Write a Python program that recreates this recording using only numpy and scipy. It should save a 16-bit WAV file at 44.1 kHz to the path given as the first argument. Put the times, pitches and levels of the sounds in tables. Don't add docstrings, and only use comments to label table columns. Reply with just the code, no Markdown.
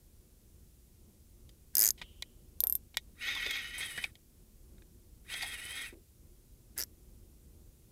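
import sys
import numpy as np
from scipy import signal
from scipy.fft import rfft, irfft
from scipy.io import wavfile
from scipy.ndimage import uniform_filter1d

SR = 44100
rng = np.random.default_rng(int(sys.argv[2]) if len(sys.argv) > 2 else 0)


def inscribe(sig):
    pcm = np.round(np.clip(np.atleast_2d(sig).T, -1, 1) * 32767)
    wavfile.write(sys.argv[1], SR, pcm.astype(np.int16))


N = 348831
TIME = np.arange(N) / SR
HIT_TIME = TIME[:8192]

# t/s, teeth slipped, full-speed tooth gap/s, extra first gap/s, extra last gap/s,
# level/dB, late teeth's accent f/Hz, accent/dB, washer level/dB
FISH_RUNS = [(1.7528, 15, .00888, .0073, .0086, -22, 6730, -6, -42),
             (6.778, 8, .0072, 0.00012, .0043, -33.5, 5630, 4, -47.5)]
# f/Hz, width/Hz, level/dB
SPOOL_MODES = [(5036, 510, -1.5), (6770, 920, -1.5), (7750, 1100, -1.5), (9200, 620, -4), (10110, 340, 2.5),
               (11600, 500, -5.5), (13300, 570, 4), (13900, 640, -3), (15400, 900, -31)]
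# f/Hz, level/dB, t60/s
SPRING_MODES = [(5160, -41, 0.08), (7280, -28, 0.044), (8480, -34, 0.09), (11460, -23, 0.066),
                (12150, -16, .045), (12700, -9, 0.052), (13840, -4, 0.038)]
# f/Hz, level/dB
WASHER_EQ = [(100, -39.5), (280, 0.5), (500, -4), (1150, -9.5), (1800, 5), (2200, -3), (2800, -6.5),
             (4000, -9), (8000, -11), (16000, -20.5)]
# t/s, level/dB
DETENT_CUES = [(2.6045, -24.5), (2.638, -24), (2.6704, -25), (2.698, -27), (2.7248, -26.5), (2.7532, -26)]
# f/Hz, level/dB
DETENT_EQ = [(500, -30.5), (1800, -65), (2700, -38), (3600, -19.5), (5200, -24), (6100, -15), (7000, -24.5),
             (8300, -22), (9400, -5.5), (10600, -16), (11700, -3), (13500, 0), (14400, -12), (16500, -26)]
# t/s, level/dB
EFFORT_ENVELOPES = [
    [(3.15, -77.5), (3.225, -41.0), (3.29, -37.5), (3.4, -40.5), (3.52, -37.5), (3.73, -48.5), (3.83, -39),
     (3.95, -47), (4.06, -48.5), (4.115, -75)],
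    [(5.245, -75), (5.295, -48.5), (5.335, -39.5), (5.39, -43.0), (5.46, -42.0), (5.57, -47.5),
     (5.83, -42.0), (5.89, -53), (5.945, -71.5)],
]
# f/Hz, width/Hz, level/dB
BODY_MODES = [(812, 202, -23.5), (1516, 430, -5.5), (1936, 260, 6.5), (2163, 210, 6), (2435, 270, 3),
              (3164, 940, -3), (3653, 356, -2), (4220, 760, -14), (4800, 390, -10.5), (5660, 410, -16.5),
              (6380, 250, -14)]
# f/Hz, level/dB
GEAR_EQ = [(100, -4), (330, 7), (700, 1.5), (1200, 8.5), (3000, 6.5), (7000, -16.5), (16000, -16)]
# f/Hz, width/Hz, level/dB
BAIL_MODES = [(6270, 160, -7.5), (11900, 273, -10)]
# cycles per rotor turn, level/dB
WHINE_TONES = [(112, -5), (140, -9.5), (176, 0.5)]
# f/Hz, level/dB
LINE_EQ = [(4000, -14), (7200, -20), (7900, -4), (8600, -7), (10200, -2.5), (11500, -11.5), (13400, -13),
           (14500, -18.5), (16000, -28)]
# t/s, level/dB, accent f/Hz, accent/dB, contact decay/s
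KNOCK_CUES = [(1.491, -57, 4750, -4, 0.0032), (1.975, -50.5, 3180, -11, 0.018),
              (2.014, -37.5, 2180, -7, 0.0066), (2.2227, -34, 3960, -1, 0.0017),
              (2.942, -50.5, 2290, -5.5, 0.0044), (2.9706, -25.5, 3570, 0, 0.00075),
              (3.351, -40, 4600, -6, 0.00092), (3.463, -36, 2780, -15, .0015),
              (3.507, -37.5, 7040, -11, .004), (3.976, -32, 1740, 10.5, 0.0079),
              (4.039, -27.5, 2480, 11.5, 0.0033), (4.154, -54, 3210, 2, 0.00094),
              (4.7817, -64, 1500, 1, .001), (4.821, -60, 1590, 1, 0.00089), (5.339, -38, 2960, -11, .003),
              (5.423, -35.5, 4600, 3.5, 0.0033)]
# f/Hz, level/dB
CONTACT_EQ = [(150, -17.5), (700, -17), (2200, -2), (4000, 1.5), (6000, -8.5), (9000, -13), (13000, -18.5),
              (16000, -28.5)]
# t/s, level/dB, f/Hz, decay/s
BUMP_CUES = [(2.635, -44.5, 646, 0.0032), (3.362, -43, 1070, 0.0072), (3.463, -44.5, 447, 0.013),
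             (5.428, -42, 785, 0.018), (5.925, -45.5, 370, 0.03)]
# t/s, level/dB, f/Hz, width/Hz, decay/s
SLIDE_CUES = [(2.021, -60.5, 3050, 555, 0.14)]
# f/Hz, level/dB
MURMUR_EQ = [(12, -34.5), (20, -4.5), (59, -0.5), (185, -16.5), (209, -13.5), (242, -15.5), (270, -21.5),
             (290, -19), (367, -16.5), (401, -24), (489, -25), (690, -34.5), (1500, -44.5), (1950, -75.5),
             (3300, -120)]
# f/Hz, level/dB
HISS_EQ = [(300, -12.5), (1200, -5.5), (2500, -2.5), (4000, -1.5), (6500, 1.5), (10000, 3), (13000, 3),
           (15600, 1), (16100, -29)]


def drag_ratchet(early_hz=(9900, 13900), fade_db=-2.5, scatter_db=.6, rub_gap_s=.008, rub_edge_s=.024):
    out = np.zeros(N)
    rub = unit(colour(rng.standard_normal(N), WASHER_EQ))
    for start, teeth, gap, first, last, db, late_hz, late_db, rub_db in FISH_RUNS:
        gaps = tooth_gaps(teeth, gap, first, last)
        times = start + np.append(0, np.cumsum(gaps))
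        for k, s in enumerate(times):
            progress = k / len(gaps)
            hz, accent_db = (late_hz, late_db) if progress > .5 else (early_hz[k % 2], -7)
            snap = chatter(decay=.00068, tail_db=-21, tail_decay=.0033)
            accent = undb(accent_db) * hit(resonate(snap, [(hz, 1100, 0)]))
            ring = hit(resonate(snap, SPOOL_MODES)) + accent
            gain = undb(db + fade_db * progress + scatter_db * rng.standard_normal())
            add(out, s, gain * (hit(ring) + undb(-13.5) * spring()))
        speed_times = [start - rub_edge_s, *(times[1:] - gaps / 2), times[-1] + rub_edge_s]
        speed = np.interp(TIME, speed_times, [0, *(rub_gap_s / gaps), 0])
        out += undb(rub_db) * speed ** 2 * rub
    return out


def tooth_gaps(teeth, gap, first, last, spin_up=.5, brake=.38):
    k = np.arange(teeth - 1)
    return gap + first * spin_up ** k + last * brake ** k[::-1]


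def spring(scatter_db=2.9):
    hz, db, t60 = np.transpose(SPRING_MODES)[:, :, None]
    gain = undb(db + scatter_db * rng.standard_normal(db.shape))
    fade = np.exp(-np.log(1000) * HIT_TIME / t60)
    return hit(np.sum(gain * np.sin(2 * np.pi * hz * HIT_TIME) * fade, axis=0))


def drag_knob():
    out = np.zeros(N)
    for s, db in DETENT_CUES:
        snap = colour(chatter(decay=.00021, tail_db=-29, tail_decay=.0063), DETENT_EQ)
        add(out, s, undb(db) * (hit(snap) + undb(-4) * spring()))
    return out


def winding(turns_per_s=18, at_effort_db=-42.5, doubling_db=34, waver=.055, full_swish_db=-45):
    effort = sum(envelope(*np.transpose(spell)) for spell in EFFORT_ENVELOPES)
    speed = turns_per_s * 2 ** ((20 * np.log10(effort) - at_effort_db) / doubling_db)
    turns = np.cumsum(speed * (1 + waver * wander(18))) / SR
    swish_gain = np.minimum(effort / undb(full_swish_db), 1)
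    return undb(-.5) * effort * gears(turns) + swish_gain * line_swish(turns)


def gears(turns, teeth=14, grain_db=3, scrape_db=1.6, flutter_db=1.67):
    ticks = np.diff(np.floor(turns * teeth), prepend=0) * undb(grain_db * rng.standard_normal(N))
    friction = rng.standard_normal(N) * undb(scrape_db * wander(350))
    mesh = (unit(friction) + undb(-7) * unit(ticks)) * undb(flutter_db * wander(45))
    body = unit(resonate(mesh, BODY_MODES))
    whirr = unit(colour(mesh, GEAR_EQ))
    bail = unit(resonate(mesh, BAIL_MODES))
    return unit(body + undb(-13.5) * whirr + undb(-3) * gear_whine(turns) + undb(-18.5) * bail)


def gear_whine(turns, roughness_hz=200):
    out = 0
    for cycles, db in WHINE_TONES:
        phase = 2 * np.pi * cycles * turns
        out += undb(db) * (wander(roughness_hz) * np.sin(phase) + wander(roughness_hz) * np.cos(phase))
    return unit(out)


def line_swish(turns, swing_db=3.5, grain_db=1.5, slack_db=-58, taut_db=-50, catch_s=3.781):
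    hiss = colour(rng.standard_normal(N), LINE_EQ)
    pulse = undb(swing_db * np.sin(2 * np.pi * turns) + grain_db * wander(500))
    zip_db = 17 * np.exp(-np.abs(TIME - catch_s) / .011)
    return unit(hiss * pulse) * undb(np.where(TIME < catch_s, slack_db, taut_db + zip_db))


def knocks(rise_share=.5, pivot_hz=3207, tilt_db=6.5):
    out = np.zeros(N)
    for s, db, hz, accent_db, decay in KNOCK_CUES:
        attack = 1 - np.exp(-HIT_TIME / (rise_share * decay))
        contact = chatter(decay, tail_db=-25.5, tail_decay=.007) * attack
        clack = colour(contact, CONTACT_EQ, tilt_db * np.log2(hz / pivot_hz))
        accent = undb(accent_db) * hit(resonate(clack, [(hz, 500, 0)]))
        ring = hit(resonate(clack, BODY_MODES)) + accent
        rod_thump = hit(resonate(contact, [(805, 900, 0)]))
        add(out, s, undb(db) * hit(ring + undb(6) * hit(clack) + undb(-8.5) * rod_thump))
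    return out


def bumps():
    out = np.zeros(N)
    for s, db, hz, decay in BUMP_CUES:
        contact = chatter(decay, tail_db=-11, tail_decay=.03)
        width_hz = 90 + 2.37 / decay
        add(out, s, undb(db) * hit(resonate(contact, [(hz, width_hz, 0)])))
    return out


def finger_slide():
    out = np.zeros(N)
    for s, db, hz, width, decay in SLIDE_CUES:
        rub = unit(resonate(rng.standard_normal(N), [(hz, width, 0)]))
        add(out, s, undb(db) * rub * np.exp(-TIME / decay))
    return out


def breeze_and_water(waver_db=2.08):
    murmur = unit(colour(rng.standard_normal(N), MURMUR_EQ)) * undb(waver_db * wander(6))
    hiss = unit(colour(rng.standard_normal(N), HISS_EQ))
    return undb(-57.5) * murmur + undb(-70) * hiss


def chatter(decay, tail_db, tail_decay):
    fade = np.exp(-HIT_TIME / decay) + undb(tail_db) * np.exp(-HIT_TIME / tail_decay)
    return rng.standard_normal(len(HIT_TIME)) * fade


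def resonate(x, modes):
    out = 0
    for hz, width, db in modes:
        b, a = signal.iirpeak(hz, hz / width, fs=SR)
        out += undb(db) * signal.lfilter(b, a, signal.lfilter(b, a, x))
    return out


def colour(x, points, tilt_db=0):
    hz, db = np.transpose(points)
    octave = np.log2(np.maximum(np.fft.rfftfreq(len(HIT_TIME), 1 / SR), 1))
    curve_db = np.interp(octave, np.log2(hz), db + tilt_db * np.log2(hz / hz[0]))
    cepstrum = irfft(np.log(undb(curve_db)))
    cepstrum[1:] *= 2 * (np.arange(1, len(cepstrum)) < len(cepstrum) / 2)
    return signal.fftconvolve(x, irfft(np.exp(rfft(cepstrum))))[:len(x)]


def envelope(s, db):
    return undb(np.interp(TIME, s, db, left=-200, right=-200))


def wander(rate_hz):
    step = int(SR / rate_hz)
    return 1.2 * uniform_filter1d(np.repeat(rng.standard_normal(N // step + 1), step), step)[:N]


def undb(db):
    return 10 ** (np.asarray(db) / 20)


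def unit(x):
    return x / np.sqrt(np.mean(x ** 2))


def hit(x):
    return x * np.sqrt(.005 * SR / np.sum(x ** 2))


def add(out, s, x):
    i = int(s * SR)
    out[i:i + len(x)] += x[:N - i]


def scene():
    mix = drag_ratchet() + drag_knob() + knocks() + bumps() + finger_slide() + winding()
    return (mix + breeze_and_water())[None]


def record(dry):
    return signal.sosfilt(signal.ellip(8, .2, 70, 16500, fs=SR, output="sos"), dry)


dry = scene()
out = record(dry)
inscribe(out)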